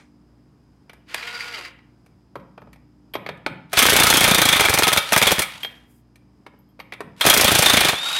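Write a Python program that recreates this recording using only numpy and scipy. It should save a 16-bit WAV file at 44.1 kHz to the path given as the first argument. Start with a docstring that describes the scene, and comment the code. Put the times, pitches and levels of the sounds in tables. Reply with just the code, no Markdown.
"""A small garage, a phone microphone close to a steel truck wheel. As an earlier clatter dies away, a
cordless impact wrench runs slowly and free at 1 s, then its socket taps the lug nuts. From 3.7 s it hammers
in two bursts, each blow a cam knock, then the hammer's chatter ringing wheel and socket. More taps lead to
a third burst at 7.2 s, and the motor spins free with a rising whine. An appliance hums throughout."""
import sys
import numpy as np
from scipy import signal
from scipy.fft import rfft, irfft, next_fast_len
from scipy.io import wavfile
from scipy.ndimage import uniform_filter1d

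SR = 44100
rng = np.random.default_rng(int(sys.argv[2]) if len(sys.argv) > 2 else 0)


def file_out(sig):
    """Save sig as 16-bit WAV at sys.argv[1]."""
    # one column per channel
    cols = np.atleast_2d(sig).T
    # limit, then scale
    lim = np.clip(cols, -1, 1)
    pcm = np.round(lim * 32767).astype(np.int16)
    wavfile.write(sys.argv[1], SR, pcm)


N = 361179
T = np.arange(N) / SR

# Table levels are relative; each layer adds its own gain.
# Three bursts of hammering, a row where pace or force changes.
# Each row: time in seconds, blow number, then treble, body, thump and cam knock in dB.
HAMMER_BURSTS = [
    [(3.7297, 0, -30, -21, -40, -36), (3.788, 1, -12.5, -12.5, -20, -4.5),
     (3.8614, 3, -17.5, -19.5, -23, -5.5), (3.963, 6, -16.5, -16.5, -19.5, -13.5),
     (4.2398, 14, -18, -14, -16, -14.5), (4.487, 21, -18.5, -13.5, -22, -20.5),
     (4.562, 23, -25, -15, -35, -13.5), (4.6058, 24, -19.5, -16, -20, -7.5),
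     (4.738, 27, -19, -18.5, -20, -7), (4.972, 32, -20, -15.5, -21.5, -7)],
    [(5.1293, 0, -18.5, -15, -28, -4), (5.3152, 4, -18.5, -20.5, -18.5, -9),
     (5.3912, 5, -20, -17, -27, -19), (5.4195, 6, -23.5, -22.5, -38, -28)],
    [(7.2094, 0, -26.5, -15.5, -44, -34), (7.261, 1, -11.5, -10, -16, -5),
     (7.3727, 4, -14.5, -21.5, -16.5, -7), (7.5857, 10, -16.5, -16, -18, -20.5),
     (7.8066, 16, -22, -11, -17.5, -16), (7.8844, 18, -21.5, -17.5, -23, -11.5),
     (7.928, 19, -50, -24, -28.5, -33)],
]
# Blow-to-blow spread in dB of treble, body, thump and cam knock.
BLOW_SPREAD_DB = [1.1, 1.8, 3.0, 3.2]
# Socket touching nuts and wheel. Each row: start in seconds, click in dB, clunk and treble in dB over it.
SOCKET_TAPS = [(0.895, -39.5, -7.5, -15), (0.932, -47, -4, -5), (1.144, -18.5, -8.5, -4),
               (1.227, -28, -22, -20), (1.788, -53.5, -5, -26), (2.062, -57, 0, -1.5),
               (2.355, -41, 10, -14.5), (2.398, -56, -3, -16), (2.577, -48.5, 9, -16),
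               (2.618, -56.5, 12.5, -14), (2.672, -63, 13, -16), (2.73, -47.5, -5, -5), (2.759, -57, 0, -8),
               (3.139, -31, -7, -11.5), (3.153, -26.5, 2.5, -19), (3.263, -28.5, -2, -22),
               (3.289, -28.5, 0, -17), (3.373, -65, 8, 1), (3.463, -22, 3, -13.5), (5.632, -29, -8, -9),
               (5.647, -27.5, -7.5, -18.5), (6.157, -53, -7.5, -0.5), (6.464, -43, 2.5, -12.5),
               (6.536, -71.5, 16, -8.5), (6.792, -47.5, 5.5, -15.5), (6.8, -35, -6, -17.5),
               (6.922, -31.5, -4, -18.5), (6.935, -35.5, -5, -12), (7.005, -34, 7.5, -8)]
# The loose socket rings. Each row: start in seconds, low modes in dB, high modes in dB.
SOCKET_PINGS = [(2.356, -70, -61), (2.61, -80, -70), (2.73, -75, -68), (3.137, -39, -43), (3.263, -60, -61),
                (5.632, -25.5, -38), (5.648, -24, -55), (6.59, -81, -63), (6.69, -76.5, -70.5),
                (6.797, -58, -55), (6.922, -62, -67)]
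# It knocks on its turning shaft. Each row: start in seconds, level in dB.
SHAFT_KNOCKS = [(1.175, -40), (1.268, -32.5), (1.345, -39.5), (1.401, -34), (1.476, -42), (1.537, -35),
                (1.645, -43), (8.008, -29), (8.055, -29), (8.1, -28), (8.147, -27)]
# Its modes. Each row: pitch in Hz, level in dB, seconds to fall 60 dB.
SOCKET_LOW_MODES = [(3223, 5.5, 0.12), (3185, -25.5, 0.41)]
SOCKET_HIGH_MODES = [(12440, -2, 0.11), (12600, -3.5, 0.08), (12700, 2, .1), (12500, -15.5, .4),
                     (9000, -18, .1)]
# Light trigger. Each row: time in seconds, shaft tone in Hz, gear noise in dB, tones in dB over it.
LIGHT_TRIGGER = [(1.06, 346, -63, -20), (1.096, 333, -37.5, -24), (1.17, 376.7, -28, -28),
                 (1.22, 438.6, -32.5, -15), (1.282, 477.4, -28.5, -20.5), (1.52, 483.4, -30, -17),
                 (1.594, 369, -31, -14.5), (1.69, 348, -39.5, -22), (1.72, 326, -56, -16)]
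# Shaft tones. Each row: multiple of the shaft tone, level in dB.
SHAFT_ORDERS = [(1, -5), (1.5, -5), (2, -3), (3, 3.5)]
# Two stretches of fast gear noise; the first dips and swells again between bursts.
# Each row: time in seconds, gear noise in dB.
FAST_RUNS = [
    [(3.695, -61), (3.73, -48), (3.78, -14), (3.82, -20), (4.6, -24), (4.98, -29), (5.05, -32.5),
     (5.11, -30.5), (5.33, -22), (5.42, -38), (5.5, -43), (5.62, -46.5), (5.86, -72.5)],
    [(7.165, -57), (7.21, -42), (7.25, -19), (7.6, -19.5), (7.9, -23), (7.97, -33.5), (8.12, -26),
     (8.19, -25.5)],
]
# Resonances. Each row: centre in Hz, width in Hz, level in dB.
WHEEL_MODES = [(408, 35, -11), (588, 140, -7), (824, 120, -7.5), (1268, 42, -3.5), (1585, 75, -5.5),
               (2208, 220, 3.5), (2460, 130, -3), (3290, 160, 6), (3604, 140, 5), (4140, 110, -3),
               (6120, 140, -10.5), (7060, 42, -16), (8470, 87, -13), (8750, 24, -13.5), (9610, 54, -11),
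               (10600, 91, -12.5), (12730, 180, -12)]
HOUSING_IN_HAND = [(1450, 60, -8), (1980, 200, -1), (2200, 210, -1), (2810, 90, -11.5), (3100, 70, -10),
                   (3890, 110, -11.5), (4770, 160, -3)]
HOUSING_ON_NUT = [(1405, 100, 0.5), (2670, 120, -13), (4630, 110, -5)]
CAM_MODES, AIR_HISS = [(1456, 620, 0)], [(5000, 360, 0)]
# Noise spectra. Each row: frequency in Hz, density in dB.
STEEL_SPECTRUM = [(25, -28), (45, -4.5), (160, -2.5), (600, -4.5), (1200, -2.5), (2300, -1.5), (2950, -9.5),
                  (3600, -11.5), (4700, -9.5), (7500, -15), (9000, -12), (12500, -14.5), (16000, -21.5)]
SLOW_GEAR_SPECTRUM = [(250, -38.5), (480, -6.5), (600, -17.5), (1200, -5.5), (1900, -6.5), (2600, -4.5),
                      (3500, -11), (4800, -10), (5500, -17.5), (9000, -25), (12000, -27.5), (15000, -43.5)]
FAST_GEAR_SPECTRUM = [(120, -39), (250, -19.5), (900, -5), (1380, -5), (1700, -4.5), (2600, -2), (3600, -2),
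                      (5000, -8.5), (7000, -13.5), (11000, -14.5), (16000, -30.5)]
AIR_SPECTRUM = [(25, -30), (55, 0.5), (120, -0.5), (300, -1), (400, -8.5), (520, -13), (1000, -15.5),
                (2000, -26), (4000, -33.5), (6300, -35), (13000, -42.5), (16000, -48.5)]
# The appliance in the background. Each row: pitch in Hz, level in dB.
HUM_LINES = [(59.2, -62.5), (118.4, -62.5), (145.3, -67), (193.8, -65.5), (242.2, -66), (296.1, -64),
             (355.3, -77.5), (947.5, -87)]
# The garage's echo. Each row: band centre in Hz, seconds to fall 60 dB, level in dB.
ECHO_BANDS = [(150, 0.98, -1), (397, 0.55, -7.5), (1020, .6, -7.5), (2400, 0.51, -8), (5004, 0.083, -10),
              (11000, .3, -11.5)]

CAM_LEAD_MS, CAM_WINDUP_MS = 8.5, 3.5  # the cam knocks ahead of each blow, earlier on a burst's second
BLOW_SPREAD_MS, LEAD_SPREAD_MS = 0.8, 1.1
CLICK_FALL_MS, HARD_TAP_DB, SHORTER_MS_PER_DB = 5.6, -25, 0.35  # hard taps are shorter
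FREE_SPIN_S, SPIN_UP_S = 7.93, 0.056
WHINE_HZ, WHINE_DB, WHINE_LAG_HZ, WHINE_LAG_DB = 3800, -26, 660, -9  # the whine starts lower and softer


def blows():
    """Blows fall evenly between the rows of a burst; each strays a little in time and strength."""
    rows = []
    for burst in map(np.array, HAMMER_BURSTS):
        number = np.arange(burst[-1, 1] + 1)
        columns = [np.interp(number, burst[:, 1], burst[:, c]) for c in (0, 2, 3, 4, 5)]
        rows.extend(zip(number, *columns))
    rows = np.array(rows)
    stray = rng.standard_normal((len(rows), 6))
    lead_ms = CAM_LEAD_MS + CAM_WINDUP_MS * (rows[:, 0] == 1) + LEAD_SPREAD_MS * stray[:, 0]
    strike_s = rows[:, 1] + BLOW_SPREAD_MS / 1000 * stray[:, 1]
    levels_db = rows[:, 2:] + stray[:, 2:] * BLOW_SPREAD_DB
    return strike_s, strike_s - lead_ms / 1000, *levels_db.T


def hammer():
    """Cam knock, then strike: treble dies first, the wheel shudders on; a low thump with each blow."""
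    strike_s, knock_s, treble_db, body_db, thump_db, knock_db = blows()
    treble = pulses(strike_s, treble_db + 5, 0.63, 3.2, 8.8)
    treble += pulses(knock_s, knock_db - 12, 0.3, 0.73, 4.4)
    body = pulses(strike_s, body_db - 2.5, 0.88, 7.8, 8.4)
    body += pulses(knock_s, knock_db - 3, 0.5, 1.3, 3.74)
    thump = pulses(strike_s, thump_db + 3.5, 3.8, 8.47, 5.4)
    thump += pulses(knock_s, knock_db - 10, 0.6, 2.5, 4.8)
    clank = ring(pulses(strike_s, body_db - 10.5, 1, 5.5, 11), WHEEL_MODES, 28)
    clank += ring(pulses(knock_s, knock_db - 4, 0.25, 1, 0.6), CAM_MODES, 28, uneven_db=0.5)
    strikes = treble * steel(4500, 19500, 2) + body * steel(700, 4100, 2.8, lift_db=1.5) + clank
    return strikes, thump * steel(53, 770, 0.89, lift_db=1.5)


def steel(lo_hz, hi_hz, chatter_db, lift_db=5):
    """Metal chattering on metal, coloured by the wheel; one band of it at rms 1."""
    chatter = rng.standard_normal(N) * undb(chatter_db * walk(700))
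    return level(band(colour(chatter, STEEL_SPECTRUM, WHEEL_MODES, lift_db), lo_hz, hi_hz), 0)


def taps():
    """The socket scrapes briefly; lower parts of the wheel answer later, the tyre rumbles last."""
    start_s, db, clunk_db, treble_db = np.transpose(SOCKET_TAPS)
    thud_db = db - 7 + 1.6 * clunk_db  # a heavier tap clunks more, and thuds more still
    fall_ms = np.maximum(CLICK_FALL_MS - SHORTER_MS_PER_DB * np.maximum(db - HARD_TAP_DB, 0), 1)
    clunk = pulses(start_s, db + clunk_db + 2.5, 0.62, 1.7, 1.2 * fall_ms) * steel(450, 1300, 1.1, 3.5)
    click = pulses(start_s, db + 2.5, 0.48, 1.2, fall_ms) * steel(1700, 4500, 1.2, 3)
    treble = pulses(start_s, db + treble_db, 0.6, 0.9, 0.9 * fall_ms) * steel(5000, 14000, 1.5, 8)
    thud = pulses(start_s, thud_db + 4.5, 2.2, 1.1, 1.2 * fall_ms) * steel(280, 500, 0.85, 3)
    rumble = pulses(start_s, thud_db - 14.5, 14, 25, 86) * steel(100, 260, 0.55, 0.5)
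    return clunk + click + treble + thud + rumble


def motor():
    """Gear noise flutters as the teeth rattle; shaft tones on the slow run, a whine on the free spin."""
    rattle = rng.standard_normal((2, N)) * undb(3.2 * walk(300) + walk(30))
    shaft = phase(curve(LIGHT_TRIGGER, 1, off=330) * (1 + 0.012 * walk(37.35)))
    tones = sum(undb(db + 2.4 * walk(22.3)) * np.sin(order * shaft) for order, db in SHAFT_ORDERS)
    tones *= undb(curve(LIGHT_TRIGGER, 3))
    slow = undb(curve(LIGHT_TRIGGER, 2)) * (level(colour(rattle[0], SLOW_GEAR_SPECTRUM), -8) + tones)
    swell = sum(undb(curve(run, 1)) for run in FAST_RUNS)
    fast = swell * level(colour(rattle[1], FAST_GEAR_SPECTRUM), 0)
    lag = np.exp(-np.maximum(T - FREE_SPIN_S, 0) / SPIN_UP_S)
    mesh = phase((WHINE_HZ - WHINE_LAG_HZ * lag) * (1 + 0.00066 * walk(60)))
    whine = np.sqrt(2) * (np.sin(mesh) + undb(-19) * np.sin(2 * mesh))
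    whine *= (T > FREE_SPIN_S) * undb(WHINE_DB + WHINE_LAG_DB * lag + 0.93 * walk(46))
    return slow + fast + whine


def housing():
    """Loose parts rattle the housing, hardest when the socket knocks; on the nut it rings differently."""
    start_s, db = np.transpose(SHAFT_KNOCKS)
    knocks = pulses(start_s, db, 3, 8.2, fall_ms=np.where(start_s > FREE_SPIN_S, 6.9, 9.8))
    on_nut = T > FREE_SPIN_S
    rattle = knocks * ~on_nut + undb(curve(LIGHT_TRIGGER, 2) - 17)
    in_hand = ring(rattle, HOUSING_IN_HAND, 22, sharpen=1.1, uneven_db=3)
    return in_hand + ring(knocks * on_nut, HOUSING_ON_NUT, 26, sharpen=0.81, uneven_db=0)


def socket():
    """Modes of the loose socket, wavering as it wobbles on its shaft."""
    start_s, low_db, high_db = np.transpose(SOCKET_PINGS)
    out, t = 0, T[:SR]
    for push_db, modes in ((low_db, SOCKET_LOW_MODES), (high_db, SOCKET_HIGH_MODES)):
        push = np.zeros(N)
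        push[(start_s * SR).astype(int)] = undb(push_db)
        ping = sum(undb(db) * np.sin(2 * np.pi * hz * t) * 1000 ** (-t / t60) for hz, db, t60 in modes)
        out += signal.fftconvolve(push, ping)[:N]
    return out * undb(2.3 * walk(40))


def earlier_clatter():
    """The echo of earlier clatter, still dying away."""
    return undb(-52) * np.exp(-T / 0.037) * steel(370, 8200, 0.6)


def rustle():
    """A faint treble rustle swells and fades around 5.93 s."""
    swell = np.exp(-0.5 * ((T - 5.93) / 0.048) ** 2) * undb(2.8 * walk(40))
    return swell * level(band(rng.standard_normal(N), 6800, 15000), -68)


def garage(x):
    """Diffuse echo from the room, dying faster in the treble."""
    t, tail = T[:SR], 0
    for hz, t60, db in ECHO_BANDS:
        noise = band(rng.standard_normal(SR), hz / 1.52, min(hz * 1.544, 18000))
        tail += undb(db) * noise * 1000 ** (-t / t60) * np.sqrt(15.2 / t60 / SR)
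    return signal.fftconvolve(x, tail * (1 - np.exp(-t / 0.002)))[:N]


def appliance():
    """Wavering hum lines over the room tone, which carries a narrow hiss."""
    hum = sum(undb(db + 3 + 2.5 * walk(8.7)) * np.sin(2 * np.pi * hz * T + walk(3.8))
              for hz, db in HUM_LINES)
    drift = undb(1.1 * walk(4.6))
    air = colour(rng.standard_normal(N), AIR_SPECTRUM, AIR_HISS, lift_db=13)
    return hum + drift * level(air, -59)


def ring(drive, modes, flutter_rate, sharpen=1, uneven_db=5):
    """Modes ring on after rough contact; the favoured ones keep changing."""
    out = 0
    for hz, width, db in modes:
        push = drive * undb(uneven_db * walk(flutter_rate)) * rng.standard_normal(N)
        mode = signal.lfilter(*signal.iirpeak(hz, hz / (sharpen * width), SR), push)
        out += undb(db) * mode * np.sqrt(SR / (np.pi * sharpen * width))
    return out


def pulses(start_s, db, rise_ms, hold_ms, fall_ms):
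    """Envelope of events that rise, hold and die away (fall_ms per 1/e)."""
    out = np.zeros(N + SR)
    ms = np.arange(int(SR * min(np.max(fall_ms) / 100 + 0.02, 1))) / SR * 1000
    for start, gain, hold, fall in zip(*np.broadcast_arrays(start_s, undb(db), hold_ms, fall_ms)):
        shape = (1 - np.exp(-ms / rise_ms)) * np.exp(-np.maximum(ms - hold, 0) / fall)
        out[int(start * SR):int(start * SR) + len(ms)] += gain * shape
    return out[:N]


def colour(x, spectrum, peaks=(), lift_db=0):
    """Shape x to a spectrum, each peak raised by lift_db; rms gain 1 on white noise."""
    size = next_fast_len(N, True)
    hz = np.arange(1, size // 2 + 2) * SR / size
    point_hz, point_db = np.transpose(spectrum)
    gain = undb(np.interp(np.log(hz), np.log(point_hz), point_db))
    for centre, width, _ in peaks:
        gain *= 1 + (undb(lift_db) - 1) / (1 + (2 * (hz - centre) / width) ** 2)
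    return irfft(rfft(x, size) * gain / np.sqrt(np.mean(gain ** 2)), size)[:N]


def walk(rate):
    """Random levels held 1 / rate s and slewed; spread near 1."""
    hold = int(SR / rate)
    return 1.15 * uniform_filter1d(np.repeat(rng.standard_normal(N // hold + 1), hold), hold)[:N]


def curve(table, column, off=-120):
    rows = np.array(table)
    return np.interp(T, rows[:, 0], rows[:, column], off, off)


def band(x, lo_hz, hi_hz):
    return signal.sosfilt(signal.butter(3, [lo_hz, hi_hz], "band", fs=SR, output="sos"), x)


def phase(hz):
    return 2 * np.pi * np.cumsum(hz) / SR


def level(x, db):
    return x * undb(db) / np.sqrt(np.mean(x ** 2))


def undb(db):
    return 10 ** (np.asarray(db) / 20)


def scene():
    """Wrench and wheel close to the microphone, the garage behind; the thumps stay nearly dry."""
    strikes, thumps = hammer()
    wrench = strikes + taps() + motor() + housing()
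    pings = socket()
    background = earlier_clatter() + rustle()
    echo = garage(wrench + undb(-13) * thumps + undb(-8.5) * pings)
    return (wrench + pings + thumps + echo + background + appliance())[None]


def record(dry):
    """The phone drops the deepest bass, rounds the loudest peaks and cuts the top."""
    heard = signal.sosfilt(signal.butter(2, 42, "high", fs=SR, output="sos"), dry)
    rounded = np.tanh(1.3 * heard) / 1.3
    return signal.sosfilt(signal.ellip(12, 0.2, 90, 15850, fs=SR, output="sos"), rounded)


dry = scene()
out = record(dry)
file_out(out)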